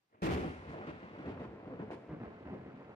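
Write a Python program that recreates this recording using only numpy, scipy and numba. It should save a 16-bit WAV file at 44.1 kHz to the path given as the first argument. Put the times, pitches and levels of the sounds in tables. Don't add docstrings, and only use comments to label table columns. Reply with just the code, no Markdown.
import sys
import numpy as np
from scipy import signal
from scipy.fft import rfft, irfft
from scipy.io import wavfile
from scipy.ndimage import uniform_filter1d
from numba import njit

SR = 44100
rng = np.random.default_rng(int(sys.argv[2]) if len(sys.argv) > 2 else 0)


def inscribe(sig):
    pcm = np.round(np.clip(np.atleast_2d(sig).T, -1, 1) * 32767)
    wavfile.write(sys.argv[1], SR, pcm.astype(np.int16))


def elevation(decibels):
    levels = np.asarray(decibels, float)
    return 10 ** (levels / 20)


N = 130095

CRACKLE_HZ, CRACKLE_SPREAD, CRACKLE_FRONT = 1190, 0.559, 0.15
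# (time [s], level [dB], crackle re shocks [dB], left lead [ms])
ROLL_COURSE = [(0.218, -48.5, 5, 0.4), (.45, -54, 7, .3), (.6, -48.5, -7.5, 0.28), (.78, -46, -9, 0.26),
               (1, -51, -4.5, 0.29), (1.301, -43, -14, 0.2), (1.549, -48.5, -14.5, 0.12),
               (1.851, -46.5, -14.5, 0.21), (2.018, -49.5, -15.5, 0.054), (2.3, -50, -11.5, -0.21),
               (2.6, -47, -14.5, -0.12), (2.95, -52, -10, -0.18)]


@njit
def add_shocks(out, at, span, size, front):
    for k in range(len(at)):
        first = int(at[k]) + 1
        last = min(int(at[k] + span[k]) + 1, len(out))
        for i in range(first, last):
            u = (i - at[k]) / span[k]
            edge = min(min(u, 1 - u) / front, 1.)
            out[i] += size[k] * (1 - 2 * u) * edge * edge * (3 - 2 * edge)


def shocks(t, db, hz, spread, front, per_s, chance=1):
    span_cycles, scatter_db, bearing_ms = .76, 2.0, .08
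    length_draw, size_draw, sign_draw, bearing_draw = chance * rng.standard_normal((len(t), 4)).T
    stretch = np.exp(spread * length_draw)
    span = span_cycles * SR / hz * stretch
    size = elevation(db + scatter_db * size_draw) * np.sqrt(4 * hz / per_s / stretch)
    size = size * np.where(sign_draw > -1, 1., -1.)
    course = np.array(ROLL_COURSE)
    lead = (np.interp(t, course[:, 0], course[:, 3]) + bearing_ms * bearing_draw) * SR / 1000
    out = np.zeros((2, N))
    for side, sign in zip(out, (-.5, .5)):
        add_shocks(side, t * SR + sign * lead, span, size, float(np.clip(front, .01, .5)))
    return out


def crowds(start, length, db, hz, spread, front, count):
    attack_s, release_s, sag_db = 0.002, 0.008, -0.5
    u = ((np.arange(count) + rng.random((len(start), count))) / count).ravel()
    start, length, db, hz = (np.repeat(v + 0 * start, count) for v in (start, length, db, hz))
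    swell = np.minimum(u * length / attack_s, (1 - u) * length / release_s)
    db = db + sag_db * u + 10 * np.log10(np.clip(swell, .05, 1))
    return shocks(start + u * length, db, hz, spread, front, count / length)


def claps(table):
    zigzag_db, zigzag_q = -4, 2
    rows = np.array(table, float)
    start, length, db, hz, crackle_db = rows.T
    out = crowds(start, length, db + crackle_db, CRACKLE_HZ, CRACKLE_SPREAD, CRACKLE_FRONT, count=400)
    for row in rows[:, :4, None]:
        body = crowds(*row, spread=0.37, front=0.17, count=45)
        hum = signal.lfilter(*signal.iirpeak(row[3, 0], zigzag_q, fs=SR), body)
        out = out + body + elevation(zigzag_db) * hum
    return out


def main_claps():
    # (start [s], length [s], level [dB], shock pitch [Hz], crackle re shocks [dB])
    clap_rows = [(.2225, 0.098, -26.5, 270, -19.5), (.31, 0.076, -33, 256, -12.5),
                 (.38, 0.058, -43, 234, -10), (.428, 0.085, -44, 266, -12), (.675, 0.072, -48, 134, -7),
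                 (.74, .12, -50.5, 400, -11), (.868, 0.05, -45.5, 280, -3.5),
                 (1.025, 0.024, -52.5, 200, -11.5), (1.13, 0.044, -59, 260, -11),
                 (1.185, .065, -54.5, 300, -2.5), (1.255, 0.074, -44.5, 200, -8),
                 (1.362, .025, -60, 224, -23), (1.395, 0.066, -48.5, 238, -6),
                 (1.667, 0.044, -47.5, 200, -19), (1.705, 0.049, -50, 308, -20),
                 (1.79, 0.055, -45, 264, -14), (1.909, 0.039, -46.5, 270, -5),
                 (2.09, 0.062, -47.5, 264, -17), (2.2, 0.086, -48.5, 336, -15),
                 (2.452, .06, -49.5, 319, -13.5), (2.508, 0.066, -49, 266, -17),
                 (2.645, 0.074, -55.5, 312, -23), (2.80, 0.032, -61, 200, -13), (2.885, .04, -52, 267, -26)]
    return claps(clap_rows)


def tearing():
    # (start [s], length [s], level [dB])
    snap_rows = [(0.219, .01, -41), (0.228, 0.049, -35), (0.277, .05, -44), (0.307, 0.05, -37.5),
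                 (0.33, 0.045, -64), (0.423, .15, -89), (0.69, 0.064, -59.5), (0.866, 0.06, -67),
                 (1.273, 0.046, -72), (1.417, 0.064, -74.5), (1.908, .05, -57.5)]
    return crowds(*np.array(snap_rows).T, hz=6600, spread=CRACKLE_SPREAD, front=0.046, count=700)


def lone_cracks():
    # (time [s], level [dB], pitch [Hz])
    crack_rows = [(0.2227, -25, 255), (.701, -48.5, 330), (.733, -41, 407), (.81, -42.5, 504),
                  (0.88, -38, 254), (1.151, -49, 460), (1.678, -43, 500), (1.806, -37.5, 200),
                  (2.099, -48, 437), (2.123, -41, 310), (2.164, -45, 406), (2.465, -46.5, 450),
                  (2.665, -46, 350), (2.819, -46.5, 432), (2.899, -55, 447), (0.932, -47.5, 256),
                  (1.029, -39, 200), (1.284, -46, 200), (1.416, -39.5, 243), (1.462, -60, 200),
                  (1.6717, -41, 211), (1.721, -43, 310), (1.7924, -39.5, 239), (1.9046, -32, 494),
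                  (2.212, -39, 258), (2.235, -34.5, 233), (2.487, -44, 500), (2.534, -37.5, 213)]
    t, db, hz = np.array(crack_rows, float).T
    return shocks(t, db, hz, 0, 0.29, hz, chance=0)


def booms():
    # (start [s], length [s], level [dB], pitch [Hz])
    hum_rows = [(.218, 0.063, -14, 178.9), (.225, 0.13, -28.5, 68.2), (.26, 0.036, -23.5, 297.4),
                (.285, 0.039, -19.5, 174.2), (.31, 0.026, -21, 402.7), (.318, 0.043, -21, 78.1),
                (.34, 0.036, -28.5, 272), (.355, 0.05, -29.5, 201.4), (.395, 0.033, -34.5, 70),
                (.435, 0.023, -30.5, 280), (.475, 0.034, -35, 78.4), (.56, 0.047, -50, 71.4),
                (.64, .1, -45, 75.8), (.68, 0.036, -42, 158.4), (.81, 0.041, -46, 888),
                (1.921, 0.028, -42.5, 247), (0.871, 0.06, -49, 71.5), (1.01, 0.053, -54.5, 75.7),
                (1.25, 0.064, -35, 148.6), (1.255, .06, -43.5, 71.5), (1.36, 0.021, -42, 277.7),
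                (1.375, 0.056, -45.5, 71.3), (1.395, 0.041, -39, 263.3), (1.46, .07, -51, 72.6),
                (1.665, 0.052, -47.5, 200), (1.705, 0.042, -38, 285.4), (1.785, 0.032, -38.5, 190.4),
                (1.815, 0.028, -36, 226.4), (2.085, 0.041, -42, 72), (2.105, 0.046, -35.5, 166.3),
                (2.195, 0.049, -38.5, 126.5), (2.24, 0.056, -46, 66), (2.45, 0.055, -44.5, 75.5),
                (2.45, 0.019, -44, 200), (2.505, 0.042, -36, 206.8), (2.64, 0.042, -52, 70.3),
                (2.655, 0.056, -45, 200), (2.75, 0.031, -55, 70), (2.79, 0.038, -45.5, 145),
                (0.422, 0.036, -35.5, 431), (.445, 0.047, -32, 175.4), (0.726, 0.042, -49.5, 373),
                (.868, .04, -37, 164.4), (.875, 0.028, -40.5, 352), (1.265, 0.035, -39.5, 200),
                (1.27, 0.033, -48, 426.6), (1.905, 0.032, -39.5, 377), (2.09, 0.031, -48.5, 540.4),
                (2.223, 0.034, -49.5, 679), (2.71, 0.022, -48.5, 214.6)]
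    lift_db = 4
    widening = .1
    start, length, db, hz = np.array(hum_rows, float).T[:, :, None]
    late = np.arange(.5, 45) / hz * (1 + widening * np.arange(45) / 10)
    swell = np.sin(np.pi * np.minimum(late / length, 1)) + 1e-6
    level = db + lift_db + 20 * np.log10(swell)
    t, db, hz = ((v + 0 * late).ravel() for v in (start + late, level, hz))
    return shocks(np.minimum(t, N / SR), db, hz, 0, .45, hz, chance=0)


def roll():
    strike_s = .2215
    long_s = N / SR - strike_s
    course = np.array(ROLL_COURSE)
    body = (3500, 0, 200, 0.49, 0.26)  # count, share of crackle level, pitch [Hz], spread, front
    crackle = (16000, 1, CRACKLE_HZ, CRACKLE_SPREAD, CRACKLE_FRONT)
    out = 0
    for count, share, hz, spread, front in (body, crackle):
        t = strike_s + long_s * rng.random(count)
        db = np.interp(t, course[:, 0], course[:, 1] + share * course[:, 2])
        out = out + shocks(t, db, hz, spread, front, count / long_s)
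    return out


def side_branch():
    # (start [s], length [s], level [dB], shock pitch [Hz], crackle re shocks [dB])
    branch_rows = [
        (.095, 0.036, -80, 303, -1),
        (.124, 0.03, -67, 288, -6.5),
        (.141, .025, -67.5, 283, -0.5),
        (.166, 0.17, -69, 310, -4),
    ]
    return signal.sosfilt(signal.butter(4, 3300, fs=SR, output="sos"), claps(branch_rows))


def shape(x, points):
    hz, db = np.array(points, float).T
    size = 8192
    bins_hz = np.arange(size // 2 + 1) * SR / size
    log_gain = np.interp(np.log(bins_hz + 1), np.log(hz), db) * np.log(10) / 20
    cepstrum = irfft(log_gain)
    cepstrum[1:size // 2] *= 2
    cepstrum[size // 2 + 1:] = 0
    response = irfft(np.exp(rfft(cepstrum)))[None, :size // 2]
    return signal.fftconvolve(x, response, axes=1)[:, :N]


def air_and_ground(x):
    # (frequency [Hz], level [dB])
    bounce = [(25, -35), (50, -9.5), (78, -3.5), (110, 2), (175, 2), (230, 0.5), (290, -0.5), (400, 1)]
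    # (frequency [Hz], level [dB])
    colour = [(400, 0), (700, 2.5), (1150, 2), (2200, 2), (3500, -6.5), (6000, -14), (10000, -19),
              (14000, -19)]
    return shape(x, bounce + colour[1:])


def wide(count):
    mid, side = rng.standard_normal((2, count))
    side = signal.lfilter(*signal.butter(2, 420, "high", fs=SR), side)
    return mid + side * np.array([[1], [-1]])


def echoes(x):
    level_db, split_hz = -8, 4000
    t60_s, treble_t60_s = 0.41, 0.9
    t = np.arange(SR) / SR
    tail = wide(SR)
    low = signal.lfilter(*signal.butter(1, split_hz, fs=SR), tail)
    tail = low * elevation(-60 * t / t60_s) + (tail - low) * elevation(-60 * t / treble_t60_s)
    gain = elevation(level_db) / np.sqrt(t60_s * SR / np.log(1e6))
    return gain * signal.fftconvolve(x.mean(0)[None], tail, axes=1)[:, :N]


def city():
    # (frequency [Hz], level per Hz [dB])
    murmur = [(15, -27), (25, 0.5), (58, -20.5), (136, -4), (1230, -14.5), (1440, -17), (2030, -17),
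              (4990, -23), (14000, -44)]
    x = shape(wide(N), murmur)
    return x * elevation(-87.5) / x.mean(0).std()


def scene():
    strike = side_branch() + main_claps() + roll() + tearing() + lone_cracks()
    direct = air_and_ground(strike) + booms()
    return direct + echoes(direct) + city()


def overload(dry):
    clip_db, knee = -31, 4.5
    ripple_db, ripple_hz = -5.5, 1830
    flat = dry / (1 + np.abs(dry / elevation(clip_db)) ** knee) ** (1 / knee)
    ripple = signal.lfilter(*signal.butter(2, ripple_hz, "high", fs=SR), dry - flat)
    return flat + elevation(ripple_db) * ripple


def ceiling(x):
    ceiling_hz, hz_per_db, at_db = 10300, 125, -90
    ragged_hz, patch_bins, patch_frames = 800, 7, 4
    hz, _, z = signal.stft(x, SR, nperseg=1024)
    treble = z[:, (hz > 5500) & (hz < 9000)]
    power = uniform_filter1d((np.abs(treble) ** 2).sum(1).mean(0), size=5)
    top = ceiling_hz + hz_per_db * (10 * np.log10(power + 1e-14) - at_db)
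    patch = rng.standard_normal((len(hz) // patch_bins + 1, len(top) // patch_frames + 1))
    patch = np.repeat(np.repeat(patch, patch_bins, 0), patch_frames, 1)[:len(hz), :len(top)]
    keep = np.clip((top + ragged_hz * patch - hz[:, None]) / 300, 0, 1)
    return signal.istft(z * keep, SR, nperseg=1024)[1][:, :N]


def top_cut(x):
    return signal.sosfilt(signal.butter(12, 15500, fs=SR, output="sos"), x)


def record(dry):
    low_cut_hz, high_cut_hz, hiss_db, fade_s = 32, 15100, -96, .006
    x = signal.lfilter(*signal.butter(1, [low_cut_hz, high_cut_hz], "band", fs=SR), overload(dry))
    hiss = signal.sosfilt(signal.butter(8, 15000, fs=SR, output="sos"), rng.standard_normal(x.shape))
    fade = np.minimum(np.arange(N)[::-1] / SR / fade_s, 1)
    return top_cut((ceiling(x) + elevation(hiss_db) * hiss) * fade)


dry = scene()
out = record(dry)
inscribe(out)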